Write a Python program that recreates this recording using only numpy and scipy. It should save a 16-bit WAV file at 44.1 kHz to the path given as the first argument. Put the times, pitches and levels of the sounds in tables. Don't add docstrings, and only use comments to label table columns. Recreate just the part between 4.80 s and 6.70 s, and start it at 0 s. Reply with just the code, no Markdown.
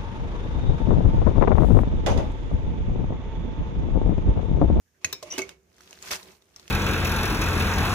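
import sys
import numpy as np
from scipy import signal
from scipy.fft import rfft, irfft
from scipy.io import wavfile

SR = 44100
rng = np.random.default_rng(int(sys.argv[2]) if len(sys.argv) > 2 else 0)


def to_wav(s):
    ch = np.atleast_2d(s).T
    pcm = np.round(np.clip(ch, -1, 1) * 32767)
    wavfile.write(sys.argv[1], SR, pcm.astype(np.int16))


N = 83790
T = np.arange(N) / SR
MIC_LAG_S = np.array([[0], [0.00006]])


def sealer():
    # start_s, part, ring_db, crack_db, crack_decay_s, thump_db
    blows = [(0.2453, "switch", -11.5, -19, 0.0037, -38.5), (0.3265, "spring", -30, -19, 0.0035, -48),
             (0.4261, "base", -30, -29.5, 0.0052, -51), (0.5789, "arm", -31.5, -20.5, 0.006, -68),
             (0.5820, "arm", -28, -32.5, 0.003, -69), (0.5902, "arm", -28.5, -21.5, 0.0016, -60),
             (0.6183, "linkage", -36, -29.5, 0.0023, -49), (0.6914, "stop", -33, -29.5, 0.0022, -66.5)]
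    modes_of = { "switch": [(99, -23.5, 0.092), (425, -20, 0.031), (637, -26.5, 0.078), (1680, -12, 0.023),
                (1930, 4.5, 0.011), (2130, 6, 0.0071), (2557, -5, 0.051), (4200, -2.5, 0.014),
                (5320, -16, 0.025), (6500, 2, 0.021)], "spring": [(398, -7, 0.064), (1010, -7, 0.054),
                (1694, 1.5, 0.025), (2400, -11.5, 0.22), (3809, 2, 0.08), (5380, -0.5, 0.12),
                (14500, 9.5, 0.02)], "base": [(351.7, -17, 0.44), (480, -5, 0.051), (615.5, -5, 0.31),
                (556, 0, 0.037), (1065, -6.5, 0.044)], "arm": [(266, -9, 0.055), (302, 2, 0.057),
                (382, -0.5, 0.17), (491, -19, 0.37), (634, -9, 0.1), (869, -5.5, 0.04), (1127, -10, 0.075),
                (1558, -3, 0.048), (2206, -0.5, 0.048), (2572, -7, 0.13), (6040, -6, 0.019)],
                "linkage": [(2200, 5, 0.083), (2230, 0, 0.064), (6430, 13, 0.019)],
                "stop": [(1700, 8, 0.0072), (2900, 2, 0.013), (5060, -13, 0.0049)]}
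    # freq_hz, gain_db
    crack_eq = [(100, -65), (500, -5), (2200, 3.5), (4000, 3.5), (6200, 4.5), (8000, -2), (12000, -10)]
    # freq_hz, gain_db
    thump_eq = [(25, -40.5), (60, -1.5), (95, 9.5), (160, -2), (500, -3.5), (1500, -28.5)]
    rings, crack, thump = 0, 0, 0
    for start_s, part, ring_db, crack_db, decay_s, thump_db in blows:
        rings += from_db(ring_db) * ring(start_s, modes_of[part])
        crack += from_db(crack_db) * burst(start_s, rise_s=0.4 * decay_s, decay_s=decay_s)
        thump += from_db(thump_db) * burst(start_s, rise_s=0.0013, decay_s=0.028)
    return rings + stereo(crack * noise(), crack_eq) + stereo(thump * noise(), thump_eq)


def ring(start_s, modes):
    cluster_spread, cluster_db, cluster_t60_share = 0.031, -8.5, 0.52
    rattle_depth, rise_s, length = 0.018, 0.0014, SR // 2
    age = np.maximum(T[:length] - MIC_LAG_S, 0)
    tone = 0
    for hz, db, t60 in modes:
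        neighbours_hz = hz * (1 + cluster_spread * rng.standard_normal(size=3))
        shaken = age + np.cumsum(rattle_depth * drift(rate_hz=300)[:length]) / SR
        fade = from_db(-60 * age / t60)
        main = fade * np.cos(2 * np.pi * hz * shaken)
        cluster = sum(np.cos(2 * np.pi * (f * shaken + rng.random())) for f in neighbours_hz)
        cluster *= from_db(cluster_db) * fade ** (1 / cluster_t60_share)
        tone += from_db(db) * (main + cluster)
    attack = 1 - np.exp(-age / rise_s)
    return np.pad(tone * attack, ((0, 0), (int(start_s * SR), N)))[:, :N]


def hinge():
    # centre_s, half_length_s, pitch_hz, level_db
    slips = [(0.506, .003, 5800, -37), (0.512, 0.0036, 5720, -31.5), (0.517, 0.0023, 5830, -31),
             (.524, .003, 5980, -26.5), (0.539, .003, 5900, -36.5), (0.54, 0.0063, 2900, -34.5),
             (.564, 0.0072, 2950, -37.5)]
    # freq_hz, gain_db
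    scratch_eq = [(1500, -16), (2900, 8), (4300, -13), (5900, 6), (7200, -5), (10000, -32)]
    # time_s, level_db
    swing = [(0, -86), (.21, -73), (.217, -59.5), (.3, -50), (.41, -61), (.47, -48), (.5, -49.5),
             (.537, -40), (.57, -44.5), (.61, -38.5), (.66, -55.5), (.71, -50), (.76, -72), (.9, -114)]
    # freq_hz, gain_db
    scrape_eq = [(50, -42.5), (160, -18), (290, 8), (480, 5), (900, 0.5), (1130, 4), (1600, -7.5),
                 (2200, 5), (4200, -6), (6200, -5), (8000, -13.5), (15000, -21.5)]
    pitch_jitter, octave_db, scratch_db = 0.016, -31, -13
    unsteady = T + np.cumsum(pitch_jitter * drift(rate_hz=720)) / SR - MIC_LAG_S / 2
    squeak, friction = 0, 0
    for centre_s, half_length_s, hz, db in slips:
        slip = from_db(db) * np.exp(-((T - centre_s) / half_length_s) ** 2)
        phase = 2 * np.pi * hz * unsteady
        squeak += slip * (np.sin(phase) + from_db(octave_db) * np.sin(2 * phase))
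        friction += slip
    scratch = from_db(scratch_db) * stereo(friction * noise(), scratch_eq)
    return squeak + scratch + housing(shaped_noise(swing, scrape_eq))


def housing(x):
    return x + from_db(10) * resonance(x, hz=376.3, cycles=64)


def crinkle():
    # time_s, level_db
    pull = [(.75, -90), (.96, -66.5), (1.02, -59), (1.1, -57.5), (1.2, -57), (1.235, -48), (1.285, -40.5),
            (1.305, -45.5), (1.31, -28.5), (1.335, -30.5), (1.342, -36), (1.355, -34.5), (1.378, -49.5),
            (1.45, -60.5), (1.475, -53), (1.54, -60), (1.59, -74), (1.74, -66.5), (1.78, -61), (1.9, -59)]
    # freq_hz, gain_db
    film_eq = [(60, -25.5), (250, -4), (750, -1), (1950, -0.5), (3000, -2), (6200, -4.5), (8000, -9.5),
               (15500, -11.5)]
    spread_db, slide_db = 4.5, 2
    level_db = curve(pull)
    creases_per_s = 2400 * from_db(0.38 * (level_db + 53))
    chance = np.minimum(creases_per_s / SR, 1)
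    sizes = from_db(spread_db * np.minimum(rng.exponential(1, N), 3))
    clicks = (rng.random(N) < chance) * sizes * noise() / np.sqrt(chance)
    pitches_hz = np.geomspace(600, 9000, 12)
    band = rng.integers(0, len(pitches_hz), N)
    creases = sum(resonance(clicks * (band == k), hz, cycles=9.8) for k, hz in enumerate(pitches_hz))
    texture = rms_one(rms_one(creases) + from_db(slide_db) * noise())
    return stereo(from_db(level_db) * texture, film_eq)


def snaps():
    # start_s, level_db, pitch_hz
    creases = [(0.9822, -43, 1700), (1.0071, -36, 1490), (1.0323, -49, 5400), (1.0747, -46.5, 2340),
               (1.1089, -34, 6400), (1.129, -30.5, 2830), (1.175, -40, 1700), (1.189, -39, 4200),
               (1.2255, -26.5, 6940), (1.308, -24, 1760), (1.314, -18.5, 5100), (1.3335, -23, 1900),
               (1.43, -33.5, 3900), (1.622, -46, 3700), (1.762, -30.5, 5530), (1.7967, -34.5, 4470),
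               (1.8791, -30.5, 2900)]
    # freq_hz, gain_db
    tick_eq = [(200, 2), (800, 3), (1600, 1), (3000, -1), (6000, 5.5), (8000, -4), (15000, -9)]
    rise_s, pop_t60_s, tick_db = 0.000058, 0.0055, -10.5
    ticks, pops = 0, 0
    for start_s, db, hz in creases:
        ticks += from_db(db + tick_db) * burst(start_s, rise_s, decay_s=0.0033)
        tone = np.sin(2 * np.pi * hz * (T - start_s - MIC_LAG_S))
        pops += from_db(db) * burst(start_s, rise_s, pop_t60_s / np.log(1000)) * tone
    return pops + stereo(ticks * noise(), tick_eq)


def drag():
    # time_s, level_db
    lift = [(1.3, -90), (1.39, -53), (1.435, -55), (1.5, -68), (1.57, -64), (1.66, -93)]
    # freq_hz, gain_db
    hollow_eq = [(450, -16.5), (830, -1), (1050, -1), (1300, -18)]
    return shaped_noise(lift, hollow_eq)


def handling():
    # time_s, level_db
    bumps = [(0, -104), (.22, -69), (.31, -68), (.38, -60.5), (.6, -54), (.66, -49.5), (.8, -68.5),
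             (1.1, -61.5), (1.21, -60), (1.33, -50.5), (1.41, -58), (1.48, -53.5), (1.58, -68.5),
             (1.72, -67), (1.84, -59.5), (1.9, -64.5)]
    # freq_hz, gain_db
    bump_eq = [(22, -38), (65, 1.5), (130, -14), (175, -4), (270, -14.5), (420, -8.5), (900, -21),
               (2500, -23.5), (8000, -68)]
    return housing(shaped_noise(bumps, bump_eq))


def creaks():
    # start_s, level_db
    strains = [(0.054, -63.5), (.14, -61.5)]
    # freq_hz, gain_db
    creak_eq = [(1200, -32), (1650, 5), (2400, -27)]
    envelope = sum(from_db(db) * burst(start_s, rise_s=0.0118, decay_s=0.023) for start_s, db in strains)
    return stereo(envelope * noise(), creak_eq)


def room(x):
    # freq_hz, gain_db
    wall_eq = [(350, -1.5), (3000, -1.5), (15000, -0.5)]
    early_t60_s, early_db = 0.073, -11
    tail_t60_s, tail_db, tail_cut_hz = 0.27, -13, 6000
    early, tail = [rms_one(burst(0.00044, rise_s=0.0016, decay_s=t60 / np.log(1000))) * noise()
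                   for t60 in (early_t60_s, tail_t60_s)]
    tail = signal.lfilter(*signal.butter(1, tail_cut_hz, fs=SR), tail)
    reflections = (from_db(early_db) * early + from_db(tail_db) * tail) / np.sqrt(N)
    return signal.fftconvolve(x, stereo(reflections, wall_eq), axes=1)[:, :N]


def air():
    # freq_hz, gain_db
    air_eq = [(20, -15.5), (45, -12), (84, 6), (125, -4.5), (300, -6), (600, -20.5), (1800, -19.5),
              (4000, -27), (6300, -17.5), (8000, -25.5), (15000, -26.5)]
    return from_db(-70) * stereo(noise(), air_eq)


def from_db(db):
    return 10 ** (np.asarray(db) / 20)


def rms_one(x):
    return x / np.sqrt(np.mean(x ** 2) + 1e-20)


def noise():
    return rng.standard_normal((2, N))


def drift(rate_hz):
    r = np.exp(-2 * np.pi * rate_hz / SR)
    return rms_one(signal.lfilter([1], [1, -2 * r, r * r], rng.standard_normal(N + SR))[SR:])


def burst(start_s, rise_s, decay_s):
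    age = np.maximum(T - start_s, 0)
    return (1 - np.exp(-age / rise_s)) * np.exp(-age / decay_s)


def resonance(x, hz, cycles):
    r, w = from_db(-60 * hz / (cycles * SR)), 2 * np.pi * hz / SR
    return signal.lfilter([(1 - r * r) / 2, 0, (r * r - 1) / 2], [1, -2 * r * np.cos(w), r * r], x + 1e-18)


def curve(points):
    return np.interp(T, *np.transpose(points))


def per_bin(points):
    hz, value = np.transpose(points)
    return np.interp(np.log(np.arange(N + 1) * SR / (2 * N) + 1), np.log(hz), value)


def colour(x, eq, share=1):
    cepstrum = irfft(np.log(from_db(share * per_bin(eq))))[:N]
    cepstrum[1:] *= 2
    return irfft(rfft(x, 2 * N) * np.exp(rfft(cepstrum, 2 * N)))[..., :N]


def stereo(pair, eq):
    # freq_hz, correlation
    likeness = [(100, .93), (350, 0.82), (900, 0.15), (2500, 0.1), (6000, 0.018), (15000, 0.093)]
    alike = np.clip(per_bin(likeness), 0, 0.99)
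    mid, side = rfft(pair, 2 * N) * np.sqrt([1 + alike, 1 - alike]) / np.sqrt(2)
    left_right = irfft([mid + side, mid - side])[:, :N]
    return colour(left_right, eq) / np.sqrt(np.mean(from_db(per_bin(eq)) ** 2))


def shaped_noise(levels, eq):
    return stereo(from_db(curve(levels)) * noise(), eq)


def scene():
    near = creaks() + sealer() + hinge() + crinkle() + drag() + snaps()
    return near + room(near) + handling() + air()


def record(dry):
    # freq_hz, balance_db
    balance = [(60, -4), (300, -3), (650, -5.5), (1100, -5.5), (2500, -4), (4000, -1), (6000, 3.46),
               (9000, 0.8), (15000, -.5)]
    low_cut_hz, high_cut_hz = 48, 15400
    pair = np.array([colour(dry[0], balance, share=0.8), colour(dry[1], balance, share=-0.21)])
    pair = signal.sosfilt(signal.butter(2, low_cut_hz, "high", fs=SR, output="sos"), pair)
    return signal.sosfilt(signal.ellip(10, 0.2, 80, high_cut_hz, fs=SR, output="sos"), pair)


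dry = scene()
out = record(dry)
to_wav(out)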